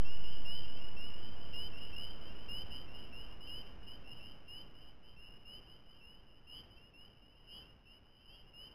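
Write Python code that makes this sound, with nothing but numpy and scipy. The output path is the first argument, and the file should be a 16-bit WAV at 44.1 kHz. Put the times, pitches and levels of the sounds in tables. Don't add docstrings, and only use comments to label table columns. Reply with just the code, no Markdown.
import sys
import numpy as np
from scipy import signal
from scipy.fft import rfft, irfft
from scipy.io import wavfile

SR = 44100
rng = np.random.default_rng(int(sys.argv[2]) if len(sys.argv) > 2 else 0)


def int16_out(signal):
    q = np.round(np.clip(np.atleast_2d(signal).T, -1, 1) * 32767)
    wavfile.write(sys.argv[1], SR, q.astype(np.int16))


N = 385434
SAMPLING_HZ = 8000


def undb(db):
    return 10 ** (np.asarray(db) / 20)


def curve(rows):
    return np.interp(np.arange(N) / SR, *np.transpose(rows))


def add(track, start_s, sound):
    start = int(start_s * SR)
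    first, last = max(start, 0), min(start + len(sound), N)
    if last > first:
        track[first:last] += sound[first - start:last - start]


def smooth(x, lag_s):
    keep = np.exp(-1 / (lag_s * SR))
    return signal.lfilter([1 - keep], [1, -keep], x)


def peep(length_s, start_hz, end_hz, bend=0.689, release_s=0.0095, swell_db=3.5, crest=0.43):
    t = np.arange(int(length_s * SR)) / SR
    progress = t / length_s
    glide = progress + bend * progress ** 2 * (1 - progress)
    hz = start_hz + (end_hz - start_hz) * glide
    attack = np.minimum(t / .007, 1)
    release = np.minimum((length_s - t) / release_s, 1)
    swell = undb(-swell_db * ((progress - crest) / crest) ** 2)
    push = attack * release * swell
    push = push / np.sqrt(np.mean(push ** 2))
    phase = 2 * np.pi * np.cumsum(hz) / SR
    return push * np.sin(phase)


def scatter(call, echo_db, spread_s=.06, count=10):
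    lags = rng.uniform(size=count)
    sizes = rng.standard_normal(count) * np.exp(-lags)
    delays_s = (.08 + .92 * lags) * spread_s
    paths = np.zeros(int(spread_s * SR) + 2)
    paths[(delays_s * SR).astype(int)] = undb(echo_db) * sizes / np.linalg.norm(sizes)
    paths[0] = 1
    return signal.fftconvolve(call, paths)


def near_frogs(level_db=1.2):
    voices = {"leader": (.158, 2765, 3085, -17), "low": (.136, 2675, 2982, -12),
              "steep": (.115, 2795, 3105, -13), "shrill": (.125, 2855, 3270, -14),
              "bright": (.11, 2865, 3130, -9), "short_high": (.095, 2925, 3135, -8),
              "flat": (.11, 2805, 2975, -7), "far_low": (.145, 2680, 2935, -8),
              "far_long": (.145, 2775, 3055, -7)}
    peeps = {"leader": [(.449, -41.5), (1.53, -41.5), (2.482, -41.5), (3.469, -42.5), (4.476, -42.5),
             (5.447, -42.5), (6.466, -42), (7.48, -42.5), (8.532, -41.5)], "low": [(.044, -48.5),
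             (.963, -46.5), (1.922, -47.5), (3.122, -47.5), (4.194, -49.5), (5.16, -47), (6.008, -46),
             (6.932, -46.5), (7.856, -47.5)], "steep": [(.236, -47.5), (1.95, -46), (2.71, -46),
             (3.86, -48), (5.666, -49)], "shrill": [(6.485, -47.5), (7.465, -46), (8.247, -47)],
             "bright": [(1.184, -51.5), (1.358, -56), (2.015, -46.5), (3.4, -48.5), (4.228, -52),
             (5.855, -51.5), (8.139, -52)], "short_high": [(.562, -51.5), (.708, -57.5), (1.84, -55.5),
             (2.205, -57), (2.698, -48.5), (2.925, -55.5), (5.024, -51), (6.137, -56.5), (6.696, -53),
             (8.331, -51)], "flat": [(.12, -56), (.317, -53.5), (.793, -51.5), (1.095, -55), (1.79, -53),
             (2.939, -51.5), (4.095, -52), (4.733, -59), (5.345, -58), (5.935, -53), (7.344, -55),
             (8.44, -56)], "far_low": [(1.725, -51), (2.87, -56), (4.045, -51), (5.232, -51.5),
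             (6.765, -51), (7.62, -55), (8.29, -51.5)], "far_long": [(.635, -51), (4.801, -53.5),
             (6.267, -55.5), (7.21, -53.5)]}
    out = np.zeros(N)
    for name, (length_s, start_hz, end_hz, echo_db) in voices.items():
        call = peep(length_s, start_hz, end_hz)
        for start_s, db in peeps[name]:
            add(out, start_s, undb(db + level_db) * scatter(call, echo_db))
    return out


def far_frogs(level_db=-58.0, start_hz=2800, spread_hz=75, rise_hz=240, length_s=.125, spread_db=2.0, count=16):
    out = np.zeros(N)
    for _ in range(count):
        voice, loudness, pace = np.clip(rng.standard_normal(3), -1.7, 1.7)
        intervals_s = np.exp(.12 * (pace + rng.standard_normal(14)))
        times = np.cumsum(intervals_s) - 2 - rng.uniform()
        hz = start_hz + spread_hz * voice
        call = scatter(peep(length_s, hz, hz + rise_hz), echo_db=-9.5)
        for start_s in times:
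            add(out, start_s, undb(spread_db * loudness) * call)
    return out * undb(level_db) / np.std(out)


def woods(x, t60_s=0.66, build_s=0.017):
    t = np.arange(SR) / SR
    decay = np.exp(-np.log(1000) * t / t60_s)
    build = 1 - np.exp(-t / build_s)
    tail = rng.standard_normal(SR) * decay * build
    return signal.fftconvolve(x, tail / np.linalg.norm(tail))[:N]


def night_air(level_db=-49.5):
    # frequency in Hz, relative spectral density in dB per Hz.
    spectrum = [(20, 2), (45, -2.5), (100, -8), (200, -12.5), (500, -18.5), (1000, -23), (1500, -24.5),
                (2000, -28.5), (2500, -27.5), (2900, -19.5), (3300, -35), (3900, -36)]
    points_hz, db = np.transpose(spectrum)
    hz = np.arange(N // 2 + 1) * SR / N
    colour = undb(np.interp(np.log(hz + 1), np.log(points_hz), db))
    colour = colour * (hz < SAMPLING_HZ / 2)
    hiss = irfft(rfft(rng.standard_normal(N)) * colour, N)
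    return hiss * undb(level_db) / np.std(hiss)


def scene(woods_db=-12):
    frogs = near_frogs() + far_frogs()
    return (frogs + undb(woods_db) * woods(frogs) + night_air())[None]


def suppress(x, open_db=-44, lag_s=0.088):
    # time in seconds, gain in dB applied at the reference closure.
    suppression = [(0, 0), (2.5, -0.5), (3.3, -3), (4.2, -6), (5.0, -10.5), (6.2, -12.5), (7.2, -13),
                   (8.7, -14.5)]
    power = smooth(smooth(x ** 2, lag_s), lag_s / 10)
    closure = 1 / (1 + power / undb(open_db) ** 2)
    closure = closure / np.quantile(closure, .9)
    return x * undb(curve(suppression) * closure)


def record(dry, offset=0.099, settle_s=1.346, top_hz=15400):
    t = np.arange(N) / SR
    ticks = np.arange(0, N / SR, 1 / SAMPLING_HZ)
    sound = suppress(dry[0]) + offset * np.exp(-t / settle_s)
    samples = np.interp(ticks, t, sound)
    coarse = np.interp(t, ticks, samples)
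    low_pass = signal.ellip(8, .2, 70, top_hz, fs=SR, output="sos")
    return signal.sosfilt(low_pass, coarse)[None]


dry = scene()
out = record(dry)
int16_out(out)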